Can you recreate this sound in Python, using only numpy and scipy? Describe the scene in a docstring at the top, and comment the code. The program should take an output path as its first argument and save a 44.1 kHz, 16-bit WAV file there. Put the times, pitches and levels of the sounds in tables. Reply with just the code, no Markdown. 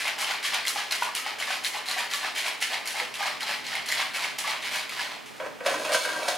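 """From the start, ice and drink are thrown from end to end of a cocktail shaker, two strokes a shake:
chips patter densely as random contacts ringing wall, lid and base, and cubes knock as short damped tones.
Near the end a frying pan is dragged and bumped over the stove grate; grit and blows drive its modes and rim.
Throughout, a hard tiled kitchen answers with echoes of decaying noise and appliances hum as shaped noise;
a camera's two microphones pick it up with unequally scattered treble and a steep top cut."""
import sys
import numpy as np
from scipy import signal
from scipy.fft import rfft, irfft
from scipy.io import wavfile

SR = 44100
rng = np.random.default_rng(int(sys.argv[2]) if len(sys.argv) > 2 else 0)


def unload_wav(signal):
    """Save mono or channel-first audio to the path in sys.argv[1] as 16-bit WAV at rate SR, clipped to [-1, 1]."""
    wavfile.write(
        sys.argv[1],
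        SR,
        np.round(np.clip(np.atleast_2d(signal).T, -1, 1) * 32767).astype(np.int16),
    )


N = 280917  # length [samples]
TIME = np.arange(N) / SR  # [s]

# resonances of the shaker wall: (centre [Hz], width [Hz], level [dB])
WALL_MODES = [(1500, 740, -9), (2130, 755, -0.5), (3160, 630, -2), (4280, 1230, -6)]
# resonances of the lid: (centre [Hz], width [Hz], level [dB])
LID_MODES = [(5580, 5340, -2), (8820, 2200, 1.5), (9590, 1300, 2), (12900, 5300, -13)]
# resonances of the wet base: (centre [Hz], width [Hz], level [dB])
BASE_MODES = [(601, 112, -1.5), (870, 308, 7), (987, 325, 8), (1212, 284, 1)]


def patter():
    """The same contacts shake the whole cup; each part also has contacts of its own."""
    shared = clicks(2500, 0.84)
    wall_ring = unit(ring(shared + 0.88 * clicks(3000, 1.75), WALL_MODES))
    wall = unit(wall_ring + 0.49 * chips())
    lid = unit(ring(shared + 1.87 * clicks(2500, 0.55), LID_MODES))
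    base = unit(ring(1.13 * shared + clicks(400, 1.2), BASE_MODES))
    return np.sum(throws() * [wall, lid, base], axis=0)


# throws of the ice to one end of the cup: (first chips land [s], time to the densest patter [s],
# wall level [dB], lid brightness re wall [dB], base thud re wall [dB])
STROKES = [(0, 0.0025, -29.5, -7.5, -14.5), (0.043, 0.029, -29.5, -10.5, -4.5),
           (.181, 0.037, -28.5, -3.5, -9.5), (.27, 0.041, -28, -15, -8), (0.427, 0.027, -27, -6, -16.5),
           (.52, 0.026, -26.5, -11.5, -8.5), (.664, 0.015, -31.5, 2.5, -11), (.75, 0.041, -29, -11.5, -7.5),
           (0.907, 0.018, -27.5, -5, -12), (1.01, 0.018, -30, -7.5, -7.5), (1.147, 0.015, -31, -1.5, -15),
           (1.249, 0.02, -31, -13, -8), (1.385, 0.03, -31.5, -6.5, -10), (1.47, 0.055, -29, -9, -7),
           (1.636, 0.019, -33.5, 0.5, -11.5), (1.729, 0.025, -31.5, -10.5, -6.5),
           (1.857, 0.056, -31, -5.5, -9.5), (1.967, 0.027, -28.5, -9.5, -7.5),
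           (2.099, 0.058, -30, -5, -12.5), (2.21, 0.038, -30.5, -13, -5), (2.35, 0.036, -28.5, -6.5, -13.5),
           (2.44, 0.03, -29, -8.5, -8), (2.605, 0.022, -28.5, -4, -23), (2.7, 0.033, -30, -12, -5),
           (2.855, 0.038, -33, -1.5, -11), (2.95, 0.044, -30, -10.5, -6), (3.138, 0.018, -36, -5.5, -10),
           (3.19, 0.076, -29, -12, -5.5), (3.399, 0.021, -32.5, -10, -12), (3.461, 0.043, -28, -11.5, -7.5),
           (3.64, 0.045, -34, -8.5, -12), (3.7, 0.064, -32, -12.5, -7.5), (3.856, 0.084, -29.5, -6.5, -12),
           (3.97, 0.032, -26.5, -11, -8.5), (4.136, 0.02, -30, -6.5, -8.5),
           (4.199, 0.037, -29, -11.5, -7.5), (4.382, 0.011, -33.5, -0.5, -10),
           (4.44, 0.062, -28.5, -12.5, -5.5), (4.62, .04, -31, -10, -12), (4.711, 0.047, -28, -7.5, -10.5),
           (4.891, 0.04, -34, -10, -10), (4.96, 0.059, -31.5, -10.5, -7.5), (5.09, 0.024, -37.5, -19, -6),
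           (5.258, 0.0056, -46, -2.5, -24), (5.35, 0.011, -51, -2.5, -18)]
# how fast the patter dies away: (wall [dB/s], lid [dB/s], base [dB/s])
FALL_DB_PER_S = (123.5, 151, 132)
RISE_DB, HOLD_S = 6, 0.004  # climb from first chips to densest patter; how long it stays there


def throws():
    """Patter level on wall, lid and base: each throw climbs, holds, then dies away at a steady rate."""
    power = np.zeros((3, N))
    for start_s, rise_s, wall_db, lid_db, base_db in STROKES:
        i, rise_s = int(start_s * SR), max(rise_s, .003)
        t = TIME[:min(SR // 2, N - i)]
        peak_db = np.array([[wall_db], [wall_db + lid_db], [wall_db + base_db]])
        climb_db = RISE_DB * np.maximum(1 - t / rise_s, 0)
        fall_db = np.outer(FALL_DB_PER_S, np.maximum(t - rise_s - HOLD_S, 0))
        power[:, i:i + len(t)] += undb(peak_db - climb_db - fall_db) ** 2
    return np.sqrt(power)  # overlapping throws add as power


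CHIP_LOW_HZ, CHIP_HIGH_HZ, CHIP_Q = 1300, 5216, 14.3  # pitch range of loose chips; sharpness


def chips(count=14):
    """Loose pieces of ice, each with a pitch of its own, tick now and then."""
    total = 0
    for hz in np.geomspace(CHIP_LOW_HZ, CHIP_HIGH_HZ, count):
        level_db = -3 * np.log2(hz / 2000)  # higher pieces are weaker, 3 dB an octave
        total = total + ring(clicks(70, 2.3), [(hz, hz / CHIP_Q, level_db)])
    return unit(total)


# cube knocks on wall and lid: (time [s], level [dB], pitch [Hz], lid crack re knock [dB])
KNOCKS = [(.019, -22, 2340, -23), (.0538, -22, 2130, -15), (.0717, -18, 2130, -7), (.0796, -15, 2300, -4.5),
          (.186, -24, 2990, -3), (.2079, -23, 1980, -9), (.245, -15, 3060, -12), (.429, -37, 2000, -9),
          (.45, -25, 3160, -4), (0.541, -28, 1430, 5), (.5445, -17.5, 2270, 1.5), (0.652, -18, 2050, -6),
          (.6655, -32, 2110, 3), (.6718, -12, 3300, -19), (0.681, -18.5, 4060, 6), (.6875, -24, 3840, 9),
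          (0.78, -28, 1720, -8), (0.9108, -14, 4250, -9), (0.9233, -11, 3980, -5.5),
          (1.0313, -23, 2580, 5.5), (1.151, -19, 2960, 6.5), (1.262, -26, 2230, -8), (1.387, -32, 2270, 2),
          (1.4, -20, 3030, -6), (1.4247, -13.5, 2130, -18), (1.506, -23, 1560, -14),
          (1.647, -11, 4000, -12), (1.654, -21, 3150, -16), (1.664, -11, 4300, -6), (1.669, -20, 3630, -12),
          (1.863, -31, 3900, 0), (1.886, -14.5, 4080, -9), (1.913, -16, 4100, -4), (1.983, -21, 1830, 2),
          (1.987, -24, 2370, 1), (2.1134, -27, 3180, 3), (2.1359, -10.5, 3880, -5), (2.245, -22, 1720, -11),
          (2.362, -24, 3130, -1), (2.377, -28, 2320, -5), (2.463, -16, 2320, -15), (2.482, -15, 2460, -4),
          (2.6134, -28, 2230, 5), (2.623, -16, 2040, -6), (2.626, -13, 2860, -1), (2.733, -23, 3300, -10),
          (2.742, -19, 2100, -9), (2.856, -28, 2180, 0), (2.8745, -21, 4400, 7), (2.958, -26, 2140, -7),
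          (2.9999, -11, 2130, -15), (3.141, -29, 2710, 4), (3.228, -17.5, 1620, -8), (3.407, -24, 3080, -1),
          (3.4307, -15, 4130, -11), (3.492, -21, 1764, -5), (3.6665, -24.5, 4300, 1),
          (3.73, -21, 1800, -19), (3.753, -16, 2100, -6), (3.8611, -32, 3160, 8), (3.888, -17.5, 4200, 2),
          (3.902, -18, 2020, -13), (3.9173, -16, 2050, -2), (3.923, -11.5, 1880, -3),
          (3.998, -23, 2200, -12), (4.146, -25, 2240, -8), (4.223, -22, 2320, -5), (4.243, -17, 2200, -15),
          (4.387, -24.5, 3040, 10.5), (4.4765, -20, 2180, -4), (4.65, -33, 2220, -2),
          (4.735, -29, 2260, -8), (4.759, -22, 2470, 3), (4.8943, -29.5, 2290, 5), (4.989, -27, 1710, -15),
          (5.015, -25, 2170, 1)]
# hollow knocks on the wet base: (time [s], level [dB], pitch [Hz], ring t60 [s])
THUDS = [(0.07, -29, 1350, 0.035), (0.228, -22, 1100, 0.032), (0.299, -19, 784, 0.023),
         (0.447, -24.5, 1150, 0.026), (0.536, -28, 1140, 0.03), (0.758, -20.5, 815, 0.069),
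         (1.022, -9.5, 962, 0.027), (1.088, -23.5, 1140, 0.035), (1.188, -29, 1280, 0.11),
         (1.262, -21, 837, 0.046), (1.409, -31, 786, 0.042), (1.476, -22, 1140, 0.027),
         (1.503, -20, 750, 0.031), (1.748, -26.5, 815, 0.051), (1.888, -28, 746, 0.035),
         (1.964, -24, 744, 0.05), (2.031, -30, 1270, 0.035), (2.135, -29.5, 1150, 0.22),
         (2.246, -22.5, 760, 0.027), (2.458, -26.5, 723, 0.029), (2.622, -23.5, 820, 0.022),
         (2.723, -29, 694, 0.074), (2.942, -32, 790, 0.058), (3.002, -22.5, 904, 0.027),
         (3.015, -28.5, 500, 0.064), (3.206, -22, 810, 0.1), (3.433, -26, 880, 0.05),
         (3.492, -19.5, 860, 0.024), (3.995, -22, 1055, 0.026), (4.225, -29, 970, 0.032),
         (4.444, -25.5, 1136, 0.076), (4.477, -24, 866, 0.063), (4.76, -27, 990, 0.035),
         (4.921, -28, 1256, 0.041), (4.992, -29, 968, 0.083)]
CUBE_CYCLES = 11.4  # the ring of a 0 dB knock is 60 dB down after this many cycles
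DAMP_PER_DB = 0.0768  # a harder knock chips the cube and rings shorter
CRACK_S = 0.0016  # decay constant of the crack
SHOWER_DB, SHOWER_S, SHOWER_IN_LID_DB = -3.5, 0.011, -19  # chips behind each cube; decay constant


def knocks():
    """Each cube rings briefly and cracks in the lid; a shower of chips lands behind it."""
    rings, wall_blow, lid_crack = np.zeros((3, N))
    t = TIME[:5000]
    shower = np.exp(-t / SHOWER_S)
    crack = np.exp(-t / CRACK_S) + undb(SHOWER_IN_LID_DB) * shower
    for s, db, hz, crack_db in KNOCKS:
        i = int(s * SR)
        here = slice(i, i + len(t))
        wall_grit, lid_grit = rng.standard_normal((2, len(t)))
        t60 = CUBE_CYCLES / hz * np.exp(-DAMP_PER_DB * db)
        rings[here] += undb(db) * tone(t, hz, t60)
        wall_blow[here] += undb(db + SHOWER_DB) * wall_grit * shower
        lid_crack[here] += undb(db + crack_db) * lid_grit * crack
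    for s, db, hz, t60 in THUDS:
        thud = tone(t, hz, t60) + 0.33 * tone(t, 1.5 * hz, 2.0 * t60)
        rings[int(s * SR):][:len(t)] += undb(db) * thud
    return rings + ring(wall_blow, WALL_MODES) + ring(lid_crack, LID_MODES)


def tone(t, hz, t60):
    """A damped ring that needs part of a cycle to build up."""
    decay = np.exp(-np.log(1000) * t / max(t60, .002))
    build_up = 1 - np.exp(-t * hz * 1.53)
    return np.sin(2 * np.pi * hz * t) * decay * build_up


# pan dragged: (time [s], scrape level [dB], rasp brightness re scrape [dB], mode most driven [Hz],
# lead of that mode [dB], boom of the lowest modes [dB])
DRAG = [(5.38, -54, -12, 576, 8, -16), (5.41, -31, -30, 560, 8, -1), (5.468, -26, -25, 564, 8, 3),
        (5.52, -48, -12, 560, 12, 5), (5.598, -44, -29, 500, 10, 0), (5.646, -31, -17, 500, 8, -5),
        (5.66, -18, -15.5, 594, 4, -14), (5.716, -20, -14.5, 595, 6.5, -5),
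        (5.76, -25.5, -15, 970, 5.5, 11), (5.82, -29, -10.5, 520, 6, 16), (5.904, -20.5, -18.5, 600, 8, -2),
        (5.94, -19, -3.5, 650, 9, -6), (5.965, -31, 0, 990, 12, 1), (6.06, -26.5, -8, 1540, 7, 9),
        (6.144, -27.5, -10.5, 1560, 7.5, 12), (6.19, -27, -12, 1560, 5, 13),
        (6.236, -23.5, -17, 704, 8.5, 2), (6.316, -19, -14, 734, 12, -8), (6.37, -28, -13.5, 724, 16, -3)]
# pan bumps: (time [s], level [dB], hardness re level [dB], mode most driven [Hz])
BUMPS = [(5.4, -12.5, -30, 586), (5.606, -16, -32, 503), (5.661, -4, -20, 595), (5.741, -13.5, -19, 590),
         (5.847, -12.5, -16.5, 2620), (5.911, -11, -26, 596), (5.929, -14.5, -12, 660),
         (5.945, -2, -19, 1450), (6.051, -12, -18, 1530), (6.09, -15, -17, 1560), (6.149, -36, -11, 1590),
         (6.229, -18.5, -14.5, 660), (6.281, -7, -14.5, 710), (6.319, -13, -21, 732)]
# body modes of the pan: (centre [Hz], width [Hz], level [dB])
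PAN_MODES = [(165, 36, -22), (308, 31, -11), (427, 29, -21), (496, 30, -0.5), (544, 70, 1), (644, 78, 0.5),
             (723, 42, -3), (980, 65, -0.5), (1076, 60, -3), (1174, 80, -5.5), (1350, 110, -7.5),
             (1560, 80, -1), (1657, 50, -3.5), (1880, 140, -8), (2300, 71, -3), (2525, 41, -4.5),
             (2620, 31, -10), (2794, 40, -7), (3300, 150, -17.5)]
# bright resonances of its rim: (centre [Hz], width [Hz], level [dB])
RIM_MODES = [(3360, 1460, -4), (4400, 300, 1.5), (5160, 770, -7), (6490, 120, 2), (6540, 520, -6.5),
             (9500, 1400, -6), (10500, 2800, -12)]
BUMP_LEAD_DB, BOOM_BELOW_HZ = 12.5, 350  # how far a bump's driven mode stands out; top of the boom


def pan():
    """Iron rasps on iron and bumps over the bars; both ring the same modes."""
    drag_db, rasp_db, driven_hz, lead_db, boom_db = curves(DRAG)
    rub, t = clicks(4000, 1.5), TIME[:1500]
    burst_shape = np.exp(-t / 0.011) * (1 - np.exp(-t / 0.0013))
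    bursts = rng.standard_normal((len(BUMPS), len(t))) * burst_shape
    pushes = .5 * bursts + 9.5 * (t == 0)  # a firm first contact, then grit

    rim_drive = undb(drag_db + rasp_db) * rub
    for (s, db, hard_db, _), burst in zip(BUMPS, bursts):
        rim_drive[int(s * SR):][:len(t)] += undb(db + hard_db) * burst

    body = 0
    for mode in PAN_MODES:
        hz = mode[0]
        scrape = 0.4 * rub + 0.58 * clicks(300, 1.8)
        scrape_gain = undb(drag_db + boom_db * (hz < BOOM_BELOW_HZ))
        drive = scrape_gain * lead(hz, driven_hz, lead_db) * scrape
        for (s, db, _, bump_hz), push in zip(BUMPS, pushes):
            drive[int(s * SR):][:len(t)] += undb(db) * lead(hz, bump_hz, BUMP_LEAD_DB) * push
        body = ring(drive, [mode]) - body  # neighbouring modes take opposite signs
    body_scale = np.std(ring(rub, PAN_MODES))
    rim_scale = np.std(ring(rub, RIM_MODES))
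    return body / body_scale + ring(rim_drive, RIM_MODES) / rim_scale


def lead(hz, driven_hz, lead_db):
    """Where the pan touches decides which mode it drives hardest."""
    closeness = np.exp(-(np.log(hz / driven_hz) / 0.078) ** 2)
    return undb(lead_db * (closeness - 1))


ROOM_DB = -3  # gain of the echoes


def kitchen(x, count=4):
    """The source keeps moving, so its echoes pass from one place's tail to the next."""
    turn = np.pi * TIME / .35  # one round of the places takes 0.7 s
    echoes = 0
    for k in range(count):
        place = np.maximum(np.cos(turn - 2 * np.pi * k / count), 0)
        echoes = echoes + signal.fftconvolve([x * place], tail(), axes=1)[:, :N]
    return x + undb(ROOM_DB) * echoes


# echo bands: (centre [Hz], t60 [s], level [dB], left-right likeness [-1 to 1])
ROOM_BANDS = [(500, 0.45, -2, 0.62), (1450, 0.37, 2.5, 0.69), (4270, 0.25, -5, 0.69),
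              (9400, 0.18, -1, 0.41), (12700, 0.08, 7, 0.23)]


def tail():
    """One place's echoes at left and right: bands of noise, each with its own decay and likeness."""
    t, pair = TIME[:SR // 2], 0
    for hz, t60, db, alike in ROOM_BANDS:
        noise = rng.standard_normal((2, len(t)))
        mid, side = signal.lfilter(*signal.iirpeak(hz, .8, fs=SR), noise)
        both = np.sqrt(1 + alike) * mid + np.sqrt(1 - alike) * side * np.array([[1], [-1]])
        pair = pair + undb(db) * both * np.exp(-np.log(1000) * t / t60)
    return pair * (t > .004) / np.linalg.norm(pair[0])  # echoes start after 4 ms


# spectrum shape of the appliance noise: (frequency [Hz], relative level [dB])
HUM_SPECTRUM = [(15, -51), (25, -32), (86, -15.5), (160, -13.5), (193, -6), (313, -2), (349, -5), (421, 2),
                (457, 0), (509, -3.5), (804, -2), (2300, -3), (15500, -26)]
# stereo spread of that noise: (frequency [Hz], side minus mid [dB])
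HUM_SIDE = [(30, 5), (150, 9), (300, 2.5), (600, 2), (5000, -12), (14000, -8)]
# swell of the bass hum before its final trim: (time [s], level [dB])
HUM_SWELL = [(0, -67), (2.87, -66.5), (3.58, -58.5), (5.25, -63), (5.68, -58), (6.37, -71)]
HUM_DB = -46  # level of the noise's mid before the left trim


def hum():
    """Appliance noise with a swelling bass, which reaches the two microphones out of step."""
    hz = np.maximum(np.arange(N // 2 + 1) * SR / N, 1)
    mid, side = (rfft(rng.standard_normal(N)) * undb(on_log(hz, HUM_SPECTRUM)) for _ in range(2))
    mid, side = irfft(mid, N), irfft(side * undb(on_log(hz, HUM_SIDE)), N)
    noise = undb(HUM_DB) / np.std(mid) * np.array([mid + side, mid - side])

    narrow = ring(rng.standard_normal((2, N)), [(123, 29, 0), (246, 59, 0.5)])
    bass = unit(ring(narrow, [(175, 710, 0)])) * undb(curves(HUM_SWELL)[0])
    bass = bass[0] + 2.1 * bass[1] * np.array([[1], [-1]])  # the side outweighs the mid
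    return (noise + 0.96 * bass) * np.array([[.8], [1]])


def clicks(per_s, spread_db):
    """Random contacts, mostly small with a few large ones."""
    size = undb(spread_db * np.minimum(rng.exponential(size=N), 5)) * rng.standard_normal(N)
    return unit(size * (rng.random(N) < per_s / SR))


def ring(x, modes):
    """Sum of resonances with alternating sign."""
    total = 0
    for k, (hz, width, db) in enumerate(modes):
        resonance = signal.lfilter(*signal.iirpeak(hz, hz / width, fs=SR), x)
        total = total + (-1) ** k * undb(db) * resonance
    return total


def curves(table):
    """Columns read at every sample; the level is silent outside the table."""
    s, level_db, *rest = np.transpose(table)
    return [np.interp(TIME, s, level_db, -120, -120)] + [np.interp(TIME, s, c) for c in rest]


def on_log(hz, table):
    """Levels [dB] read from a table along log frequency."""
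    table_hz, level_db = np.transpose(table)
    return np.interp(np.log(hz), np.log(table_hz), level_db)


def undb(db):
    """Decibels to amplitude gain."""
    return 10 ** (np.asarray(db) / 20)


def unit(x):
    """Scale to an RMS of one."""
    return x / np.sqrt(np.mean(x ** 2))


# stereo balance: (time [s], left minus right [dB])
BALANCE_DB = [(0, 0.5), (2.5, 0), (6.37, -0.7)]


def scene():
    """Shaker and pan sound in the kitchen, over the hum."""
    # little sounds below about 330 Hz from the shaker and below about 130 Hz from the pan
    small, wide = (signal.butter(3, hz, "high", fs=SR, output="sos") for hz in (330, 130))
    near = signal.sosfilt(small, patter() + knocks()) + signal.sosfilt(wide, pan())
    side_db = np.interp(TIME, *np.transpose(BALANCE_DB))
    gain_db = -1.5 + np.array([side_db, -side_db]) / 2
    return undb(gain_db) * kitchen(near) + hum()


TOP_HZ = 15800  # edge of the steep top cut


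def record(dry):
    """The camera body scatters treble unequally onto its two microphones; the top is cut steeply."""
    high = signal.butter(2, 9000, "high", fs=SR, output="sos")
    treble = signal.sosfilt(high, dry.mean(axis=0))
    bounce = rng.standard_normal(600) * np.exp(-TIME[:600] / 0.003)
    scattered = undb(-7.5) * np.convolve(treble, bounce / np.linalg.norm(bounce))[:N]
    top_cut = signal.ellip(10, .2, 80, TOP_HZ, fs=SR, output="sos")
    return signal.sosfilt(top_cut, dry + [scattered, -scattered])


dry = scene()
out = record(dry)
unload_wav(out)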